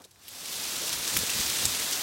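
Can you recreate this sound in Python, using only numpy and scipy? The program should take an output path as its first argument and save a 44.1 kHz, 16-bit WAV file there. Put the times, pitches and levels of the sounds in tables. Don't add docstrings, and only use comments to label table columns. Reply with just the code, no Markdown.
import sys
import numpy as np
from scipy import signal
from scipy.io import wavfile

SR = 44100
rng = np.random.default_rng(int(sys.argv[2]) if len(sys.argv) > 2 else 0)


def file_out(sig):
    cols = np.atleast_2d(sig).T
    lim = np.clip(cols, -1, 1)
    pcm = np.round(lim * 32767).astype(np.int16)
    wavfile.write(sys.argv[1], SR, pcm)


N = 89346
T = np.arange(N) / SR


def from_db(db):
    return 10 ** (np.asarray(db) / 20)


def unit_rms(x):
    return x / np.sqrt(np.mean(x ** 2) + 1e-20)


def band(x, low_hz, high_hz, order=2):
    high_hz = min(high_hz, .45 * SR)
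    low_hz = min(low_hz, high_hz / 2 ** .1)
    sos = signal.butter(order, [low_hz, high_hz], "band", fs=SR, output="sos")
    return signal.sosfilt(sos, x + 1e-18)


def drift(rate_hz):
    step, settle = 40, 2000
    pole = np.exp(-2 * np.pi * rate_hz * step / SR)
    noise = rng.standard_normal(N // step + settle + 2)
    slow = signal.lfilter([1], [1, -2 * pole, pole * pole], noise)[settle:]
    return np.interp(np.arange(N) / step, np.arange(len(slow)), unit_rms(slow))


def coloured_noise(spectrum, envelope):
    frequency_hz, density_db = np.transpose(spectrum)
    edges_hz = 25 * 2 ** np.arange(0, 9.6, .5)
    out = np.zeros(N)
    for low, high in zip(edges_hz, edges_hz[1:]):
        band_db = np.interp(np.log(np.sqrt(low * high)), np.log(frequency_hz), density_db)
        out += from_db(band_db) * band(rng.standard_normal(N) * envelope(), low, high)
    return unit_rms(out)


# frequency_hz, relative_density_db
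AIR_SPECTRUM = [(25, -17), (60, 3), (110, 2), (250, -5), (600, -13.5), (2000, -16), (8000, -21),
                (15500, -34)]

def garden(air_db=-67.5, hum_db=-73, hum_hz=95):
    air = from_db(air_db) * coloured_noise(AIR_SPECTRUM, lambda: 1)
    hum = from_db(hum_db) * np.sqrt(2) * np.sin(2 * np.pi * hum_hz * T)
    return air + hum


def noise_swell(peak_s, level_db, half_length_s, low_hz, high_hz):
    bell = np.exp(-.5 * ((T - peak_s) / half_length_s) ** 2)
    swell = bell * band(rng.standard_normal(N), low_hz, high_hz, order=3)
    return from_db(level_db) * unit_rms(swell) * np.sqrt(np.mean(bell ** 2))


# peak_s, level_db, half_length_s, low_hz, high_hz
BRANCH_BRUSHES = [(0.012, -53.5, 0.0098, 180, 1130), (0.055, -55, .006, 180, 594)]

def branch_brushes():
    return sum(noise_swell(*brush) for brush in BRANCH_BRUSHES)


# peak_s, level_db, half_length_s, low_hz, high_hz
AIR_PUFFS = [(0.832, -43, .014, 253, 630), (0.948, -49, .012, 55, 150), (0.998, -48.5, 0.021, 45, 177),
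             (1.169, -39, 0.022, 50, 267), (1.227, -43, .015, 42, 100), (1.236, -33, 0.0025, 230, 458),
             (1.358, -42, 0.017, 55, 260), (1.401, -36, 0.0069, 70.4, 210), (1.474, -48.5, 0.036, 50, 159),
             (1.653, -40, 0.029, 57.6, 203), (1.708, -49, 0.02, 42, 122), (1.82, -53, .012, 50, 100)]

def air_puffs():
    return sum(noise_swell(*puff) for puff in AIR_PUFFS)


# time_s, level_db
SWISH_ENVELOPE = [(0, -56), (.1, -74), (.17, -64.5), (.25, -65.5), (.35, -54.5), (.55, -49), (.8, -45),
                  (1.05, -46), (1.35, -44.5), (1.55, -44.5), (1.75, -44.5), (2.03, -43.5)]
# frequency_hz, relative_density_db
SWISH_SPECTRUM = [(35, -28), (70, -12.5), (140, -7.5), (270, 0), (400, -1.5), (700, -3.5), (1300, -4),
                  (2200, -14.5), (4000, -23)]

def bough_swish(flutter_db=1.11, flutter_hz=38):
    level_db = np.interp(T, *np.transpose(SWISH_ENVELOPE))
    swish = coloured_noise(SWISH_SPECTRUM, lambda: from_db(flutter_db * drift(flutter_hz)))
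    return from_db(level_db) * swish


def foliage_scatter(contacts, level_db=-17.5, t60_s=0.082):
    age_s = T[:SR // 5]
    tail = band(rng.standard_normal(len(age_s)), 660, 9500, order=1) * from_db(-60 * age_s / t60_s)
    return from_db(level_db) * signal.fftconvolve(contacts, tail / np.linalg.norm(tail))[:N]


# start_s, level_db, pitch_hz, t60_s
TWIG_SNAPS = [(0.043, -41.5, 3760, 0.014), (.1597, -40, 2300, 0.0022), (0.2822, -32, 2940, 0.0062),
              (0.2818, -24.5, 12700, 0.0027), (.894, -13, 6500, 0.0025), (1.078, -11.5, 6060, 0.0022),
              (1.1667, -23.5, 1630, 0.011), (1.1673, -15.5, 2440, 0.0064), (1.2958, -19.5, 2700, 0.02),
              (1.412, -13, 5000, 0.0015), (1.6538, -14, 4930, 0.0027), (1.6546, -6.5, 7870, 0.004)]

def twig_snaps(crack_gain_db=-14, crack_decay_s=0.001):
    out = np.zeros(N)
    for start_s, level_db, pitch_hz, t60_s in TWIG_SNAPS:
        age_s = np.maximum(T - start_s, 0)
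        ring = np.sin(2 * np.pi * pitch_hz * age_s) * from_db(-60 * age_s / t60_s)
        crack = from_db(crack_gain_db) * rng.standard_normal(N) * np.exp(-age_s / crack_decay_s)
        out += from_db(level_db) * (T >= start_s) * (ring + crack)
    return out


# start_s, level_db, hold_s, centre_hz
LEAF_SLAPS = [(0.018, -49, 0.0012, 5470), (0.04, -51, 0.015, 5250), (0.046, -53, 0.003, 10000),
              (.109, -53.5, 0.0064, 6000), (0.2845, -43, 0.0071, 9000), (0.453, -38, 0.0066, 4860),
              (0.817, -35, 0.0044, 5500), (0.868, -37, 0.019, 6000), (0.928, -32, .013, 5200),
              (1.074, -33, 0.0056, 6000), (1.1667, -30, 0.0028, 2350), (1.167, -22.5, 0.0067, 9100),
              (1.188, -26, 0.0023, 7000), (1.299, -30, 0.0041, 5500), (1.399, -32, 0.016, 5470),
              (1.498, -26, .003, 5440), (1.56, -32.5, 0.011, 4400), (1.649, -29, 0.014, 5470),
              (1.679, -40, 0.0036, 5500), (1.747, -27, 0.0034, 4560), (1.91, -29.5, 0.0035, 7000),
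              (1.924, -29.5, 0.0096, 5260)]

def leaf_slaps(grains_per_s=6100, release_s=0.0032, edge_ratio=1.99):
    out = np.zeros(N)
    for start_s, level_db, hold_s, centre_hz in LEAF_SLAPS:
        grains = rng.standard_normal(N) * (rng.random(N) < grains_per_s / SR)
        scrape = unit_rms(band(grains, centre_hz / edge_ratio, centre_hz * edge_ratio))
        envelope = (T >= start_s) * np.exp(-np.maximum(T - start_s - hold_s, 0) / release_s)
        out += from_db(level_db) * envelope * scrape
    return out


# frequency_hz, relative_density_db
TICK_SPECTRUM = [(300, -7), (1200, -11), (3500, 3.5), (7000, 1.5), (11000, -10), (15500, -10.5)]

def leaf_ticks(ticks_per_s=900, spread_db=4, colour_db=2.5, decay_s=0.00056):
    clumping = from_db(3 * drift(rate_hz=25))
    touches = rng.random(N) < ticks_per_s * clumping / SR
    strengths = touches * from_db(spread_db * np.minimum(rng.exponential(1, N), 3.5))
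    energy_retained = np.exp(-2 / (decay_s * SR))

    def band_envelope():
        amplitudes = strengths * from_db(colour_db * rng.uniform(-1.4, 1, N))
        energy = signal.lfilter([1], [1, -energy_retained], amplitudes ** 2 + 1e-18)
        return np.sqrt(energy)

    return coloured_noise(TICK_SPECTRUM, band_envelope)


# frequency_hz, relative_density_db
CROWN_SPECTRUM = [(100, -14), (500, -13), (1100, -9.5), (2000, -5), (2700, -4), (3700, -0.7), (5500, -0.8),
                  (8000, -3), (11000, -7), (15500, -9.5)]

def crown_rush(flutter_db=0.67, band_flutter_db=1.11):
    common_db = flutter_db * drift(rate_hz=45)
    return coloured_noise(CROWN_SPECTRUM,
                          lambda: from_db(common_db + band_flutter_db * drift(rate_hz=23)))


# time_s, level_db
SHAKE_ENVELOPE = [(0, -60), (.1, -65), (.18, -61.5), (.25, -50.5), (.32, -44.5), (.43, -39.5), (.5, -36),
                  (.65, -33), (.8, -32.5), (.89, -31.5), (1.02, -32), (1.13, -29.5), (1.22, -29.5),
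                  (1.28, -31), (1.34, -28.5), (1.45, -28.5), (1.59, -28.5), (1.71, -30), (1.85, -30),
                  (2.03, -30.5)]

def rustle(rush_gain_db=-1, tick_gain_db=-8):
    shake = from_db(np.interp(T, *np.transpose(SHAKE_ENVELOPE)))
    return shake * (from_db(rush_gain_db) * crown_rush() + from_db(tick_gain_db) * leaf_ticks())


def scene():
    tree = rustle() + bough_swish() + air_puffs() + branch_brushes()
    contacts = leaf_slaps() + twig_snaps()
    mono = tree + contacts + foliage_scatter(contacts) + garden()
    return np.array([mono, mono])


def record(dry):
    low_hz, high_hz = 35.6, 15900
    thinned = signal.sosfilt(signal.butter(4, low_hz, "high", fs=SR, output="sos"), dry)
    return signal.sosfilt(signal.ellip(12, .1, 80, high_hz, fs=SR, output="sos"), thinned)


dry = scene()
out = record(dry)
file_out(out)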